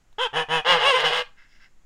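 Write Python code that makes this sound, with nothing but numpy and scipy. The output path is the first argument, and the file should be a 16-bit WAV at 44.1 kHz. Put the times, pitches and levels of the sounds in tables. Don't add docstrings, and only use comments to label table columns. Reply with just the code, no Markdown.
import sys
import numpy as np
from scipy import signal
from scipy.fft import rfft, irfft, next_fast_len
from scipy.io import wavfile

SR = 44100
rng = np.random.default_rng(int(sys.argv[2]) if len(sys.argv) > 2 else 0)


def generate_wav(signal):
    frames = np.transpose(np.atleast_2d(signal))
    scaled = np.clip(frames, -1, 1) * 32767
    pcm = np.round(scaled).astype(np.int16)
    wavfile.write(sys.argv[1], SR, pcm)


N = 81585


def undb(db):
    return 10 ** (np.asarray(db) / 20)


def unit(x):
    return x / np.sqrt(np.mean(x ** 2) + 1e-20)


def lowpass(x, hz, order=2):
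    return signal.sosfilt(signal.butter(order, min(hz, .45 * SR), fs=SR, output="sos"), x)


def below(x, hz):
    return lowpass(lowpass(x, hz, order=3)[::-1], hz, order=3)[::-1]


def colour(x, points, resonances=(), size=4096):
    hz = np.arange(size // 2 + 1) * SR / size + 1
    point_hz, point_db = np.array(points, float).T
    curve_db = np.interp(np.log(hz), np.log(point_hz), point_db)
    for centre_hz, width_hz, lift_db in resonances:
        curve_db += lift_db / (1 + (2 * (hz - centre_hz) / width_hz) ** 2)
    cepstrum = irfft(np.log(undb(curve_db)))
    cepstrum[1:size // 2] *= 2
    cepstrum[size // 2 + 1:] = 0
    return signal.fftconvolve(x, irfft(np.exp(rfft(cepstrum))))[:len(x)]


def clicks(places, gains, length, half_width=8):
    out = np.zeros(length)
    index = places.astype(int)[:, None] + np.arange(1 - half_width, half_width + 1)
    offset = index - places[:, None]
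    shapes = gains[:, None] * np.sinc(offset) * np.sinc(offset / half_width)
    np.add.at(out, np.clip(index, 0, length - 1), shapes)
    return out


def garden(air_db=-61, wobble_db=-51, wobble_hz=13):
    # freq_hz, gain_db
    air_spectrum = [(5, -89.5), (25, -69.5), (50, -80.5), (90, -88.5), (200, -91.5), (500, -101),
                    (1500, -101), (4000, -110), (6000, -110), (7000, -105), (8500, -116), (15000, -125)]
    air = unit(colour(rng.standard_normal(N), air_spectrum))
    slow = lowpass(rng.standard_normal(N), wobble_hz, order=6)
    wobble = unit(slow - lowpass(slow, wobble_hz / 2, order=1))
    return undb(air_db) * air + undb(wobble_db) * wobble


def tick(start_s=.128, peak_db=-52, centre_hz=1735, decay_s=.00095):
    age_s = np.arange(N) / SR - start_s
    burst = rng.standard_normal(N) * (age_s > 0) * np.exp(-np.abs(age_s) / decay_s)
    band = [(centre_hz / 4, -20), (centre_hz / 2, 0), (centre_hz * 2, -2), (centre_hz * 4, -22)]
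    click = colour(burst, band)
    return undb(peak_db) * click / np.abs(click).max()


def voice_pulses(phase, rough, cackling):
    # place_cycles, level_db
    later_closures = [(.32, -8), (.63, -5.5)]
    jitter_s, shimmer_db, hiss_db, rasp_db = .00013, 4, 3, 4
    samples = np.arange(len(phase))
    cycles = np.arange(int(phase[-1]))
    steady = unit(clicks(np.interp(cycles, phase, samples), np.ones(len(cycles)), len(phase)))
    uneven = 0
    for place_cycles, level_db in [(.00091, 0)] + (later_closures if cackling else []):
        timing, strength = rng.standard_normal((2, 128))[:, cycles]
        places = np.interp(cycles + place_cycles, phase, samples) + jitter_s * SR * rough * timing
        uneven += clicks(places, undb(level_db + shimmer_db * rough * strength), len(phase))
    bill_air, puff_air = rng.standard_normal((2, N))[:, :len(phase)]
    hiss = bill_air - below(bill_air, hz=4340)
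    rasp = unit(puff_air * np.exp(-(phase % 1)))
    airy = unit(uneven) + np.sqrt(rough) * undb(hiss_db) * hiss + rough * undb(rasp_db) * rasp
    clean_below_hz = (420 if cackling else 1100) * (1.1 - rough)
    return airy + below(steady - airy, clean_below_hz)


def windpipe(source, goose, spread_s=.0021, spread_hz=1900):
    voice_spectra = {"first": [(260, -17.5), (410, -6.5), (520, -5), (1000, 4.5), (2000, -17.5),
                     (3400, -12.5), (4200, -26), (6000, -32), (9500, -40.5), (15000, -57.5)],
                     "low": [(220, -5), (330, -9.5), (470, 0.5), (1000, 1), (2000, -16.5), (3300, -14.5),
                     (4100, -27.5), (6600, -34.5), (7600, -44.5), (9000, -36.5), (11000, -50),
                     (15000, -58.5)], "loud": [(240, -32), (370, -17), (500, 5), (1000, -8), (2000, -11),
                     (3300, -11), (4600, -16), (6300, -26.5), (7400, -33.5), (8400, -30.5), (11000, -48),
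                     (15000, -45.5)], "brassy": [(240, -39.5), (400, 3), (540, -2), (1100, 0.5),
                     (1700, -8.5), (3200, -9.5), (4200, -15), (6300, -25), (7400, -31.5), (8600, -25),
                     (11000, -45.5), (15000, -49)], "soft": [(400, -18), (1100, -7.5), (1450, 1.5),
                     (2100, -3.5), (2900, -5), (4000, -8.5), (5500, -8), (8500, -31)]}
    resonances = {"first": [(1070, 390, -10.5), (1287, 91, 2.5), (1580, 37, 13), (2560, 143, 10.5),
                  (3130, 120, 8), (3257, 270, 8.5)], "low": [(450, 70, -1.5), (750, 63, 11), (930, 80, -4),
                  (1750, 180, 16), (2502, 220, 18), (2991, 120, 12.5), (3290, 73, 10.5)],
                  "loud": [(530, 77, -9), (846, 93, 5), (1183, 220, 8.5), (1654, 310, 8.5), (2106, 120, 9),
                  (2500, 130, 14.5), (2916, 260, 9), (3248, 310, 7.5), (4280, 270, 3.5)],
                  "brassy": [(2226, 200, 1), (2360, 160, 11), (2850, 780, 7.5)], "soft": [(1660, 395, 8),
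                  (2122, 250, 12), (2584, 310, 9), (5200, 710, 6.5)]}
    ringing = colour(source, voice_spectra[goose], resonances[goose])
    size = next_fast_len(2 * len(source))
    hz = np.arange(size // 2 + 1) * SR / size
    delay_s = spread_s * np.log1p(hz / spread_hz)
    allpass = np.exp(-2j * np.pi * np.cumsum(delay_s) * SR / size)
    return irfft(rfft(ringing, size) * allpass, size)[:len(source)]


def goose_call(start_s, crest_s, end_s, start_hz, crest_hz, end_hz,
               level_db, dip_db, grain, treble_db, goose, hum_db=None):
    roughness = {"pure": .07, "clear": .17, "reedy": .33, "hoarse": .6, "breathy": 1}
    rough = roughness[grain]
    attack_s, release_s, edge_treble_db = .003, .0032, -11
    t = np.arange(int((start_s - attack_s) * SR), min(int((end_s + .06) * SR), N)) / SR
    rising = t < crest_s
    edge = np.where(rising, (crest_s - t) / (crest_s - start_s), (t - crest_s) / (end_s - crest_s))
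    edge = np.clip(edge, 0, 1)

    rise_hz = crest_hz - (crest_hz - start_hz) * edge ** 1.9
    fall_hz = crest_hz - (crest_hz - end_hz) * edge ** 1.7
    arch_hz = np.where(rising, rise_hz, fall_hz)
    waver = np.interp(np.cumsum(arch_hz) / SR, np.arange(128), rng.standard_normal(128))
    pitch_hz = arch_hz * (1 + .012 * rough * waver)
    phase = np.cumsum(pitch_hz) / SR - pitch_hz[0] * attack_s

    cackling = hum_db is not None
    pulses = voice_pulses(phase, rough, cackling)
    bass = lowpass(pulses, hz=2040, order=1)
    source = bass + (pulses - bass) * undb(treble_db + edge_treble_db * edge ** 2)
    attack = np.clip((t - t[0]) / attack_s, 0, 1)
    release = np.clip(1 - (t - end_s) / release_s, 0, 1)
    swell = undb(-dip_db * edge ** 2.76) * attack * release
    voice = undb(level_db) * unit(windpipe(source * swell, goose)) * np.sqrt(np.mean(swell ** 2))
    if cackling:
        voice += undb(hum_db) * np.sqrt(2) * swell ** 2 * np.sin(2 * np.pi * phase)
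    out = np.zeros(N)
    out[np.round(t * SR).astype(int)] = voice
    return out


def pen(direct, tail_db=-15, scatter_db=-1):
    # delay_s, level_db
    echoes = [(.0021, -13.5), (.0083, -17), (0.0166, -16)]
    low_t60_s, treble_t60_s, build_s, scatter_decay_s = .27, .24, .014, .0041
    t = np.arange(SR // 2) / SR
    noise, mesh = rng.standard_normal((2, len(t)))
    low = lowpass(noise, hz=3000, order=1)
    tail = low * undb(-60 * t / low_t60_s) + (noise - low) * undb(-60 * t / treble_t60_s)
    tail -= below(tail, hz=650)
    tail *= 1 - np.exp(-(t / build_s) ** 2)
    scatter = (mesh - below(mesh, hz=1600)) * np.exp(-t / scatter_decay_s)
    delay_s, level_db = np.array(echoes).T
    response = clicks(delay_s * SR, undb(level_db), len(t))
    response += undb(tail_db) * tail / np.linalg.norm(tail)
    response += undb(scatter_db) * scatter / np.linalg.norm(scatter)
    return direct + signal.fftconvolve(direct, response)[:N]


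def scene():
    # start_s, crest_s, end_s, start_hz, crest_hz, end_hz, level_db, dip_db, grain, treble_db, goose
    honks = [(0.183, 0.229, 0.27, 403.4, 516.7, 423, -25, 4, "reedy", -2, "first"),
             (0.817, 0.882, .956, 429.4, 564.6, 432.8, -20, 9.5, "pure", -0.5, "brassy"),
             (.925, 0.956, .988, 477.7, 516.3, 502.5, -20.5, 9, "clear", -4.5, "brassy"),
             (1.036, 1.047, 1.125, 490, 522, 347.6, -27, 3, "reedy", 10, "loud")]
    cackles = [(0.33, 0.384, 0.44, 129.9, 161.3, 154.9, -23.5, 9.2, "reedy", 9.5, "low", -42.5),
               (0.486, 0.546, 0.61, 148.7, 162.9, 148.9, -22.5, 7.6, "clear", 12.5, "low", -38.5),
               (0.647, 0.7, .788, 152.9, 179.9, 150.2, -18, 13.7, "reedy", -2.5, "loud", -45.5),
               (.69, 0.749, .785, 154.4, 168.2, 157.7, -27.5, 9.2, "reedy", 3.5, "low", -42),
               (0.774, 0.828, .91, 126.6, 143.5, 128.3, -24.5, 1.7, "hoarse", -5.5, "loud", -52.5),
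               (0.966, 1.004, 1.031, 138.2, 151.8, 148.9, -25.5, 1.4, "hoarse", 2, "loud", -50.5),
               (1.024, 1.057, 1.11, 148.5, 159.4, 146, -25, 5.8, "reedy", 9.5, "low", -45),
               (1.028, 1.053, 1.066, 162.9, 179.9, 163.7, -24.5, 3.9, "hoarse", -27, "loud", -50),
               (1.1, 1.157, 1.2207, 155.8, 166, 164.1, -25, 4.1, "hoarse", 2.5, "loud", -52)]
    mutters = [(1.357, 1.398, 1.48, 169.6, 197, 168, -57.5, 16, "breathy", -19, "soft"),
               (1.456, 1.537, 1.62, 170.7, 209.3, 184.5, -65, 2, "breathy", 25, "soft"),
               (1.586, 1.624, 1.68, 164.4, 205.8, 171.3, -57.5, 10.3, "breathy", -3, "soft")]
    geese = sum(goose_call(*row) for row in honks + cackles + mutters)
    return (pen(geese + tick()) + garden())[None]


def record(dry, cutoff_hz=15750):
    return signal.sosfilt(signal.ellip(10, .2, 80, cutoff_hz, fs=SR, output="sos"), dry)


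dry = scene()
out = record(dry)
generate_wav(out)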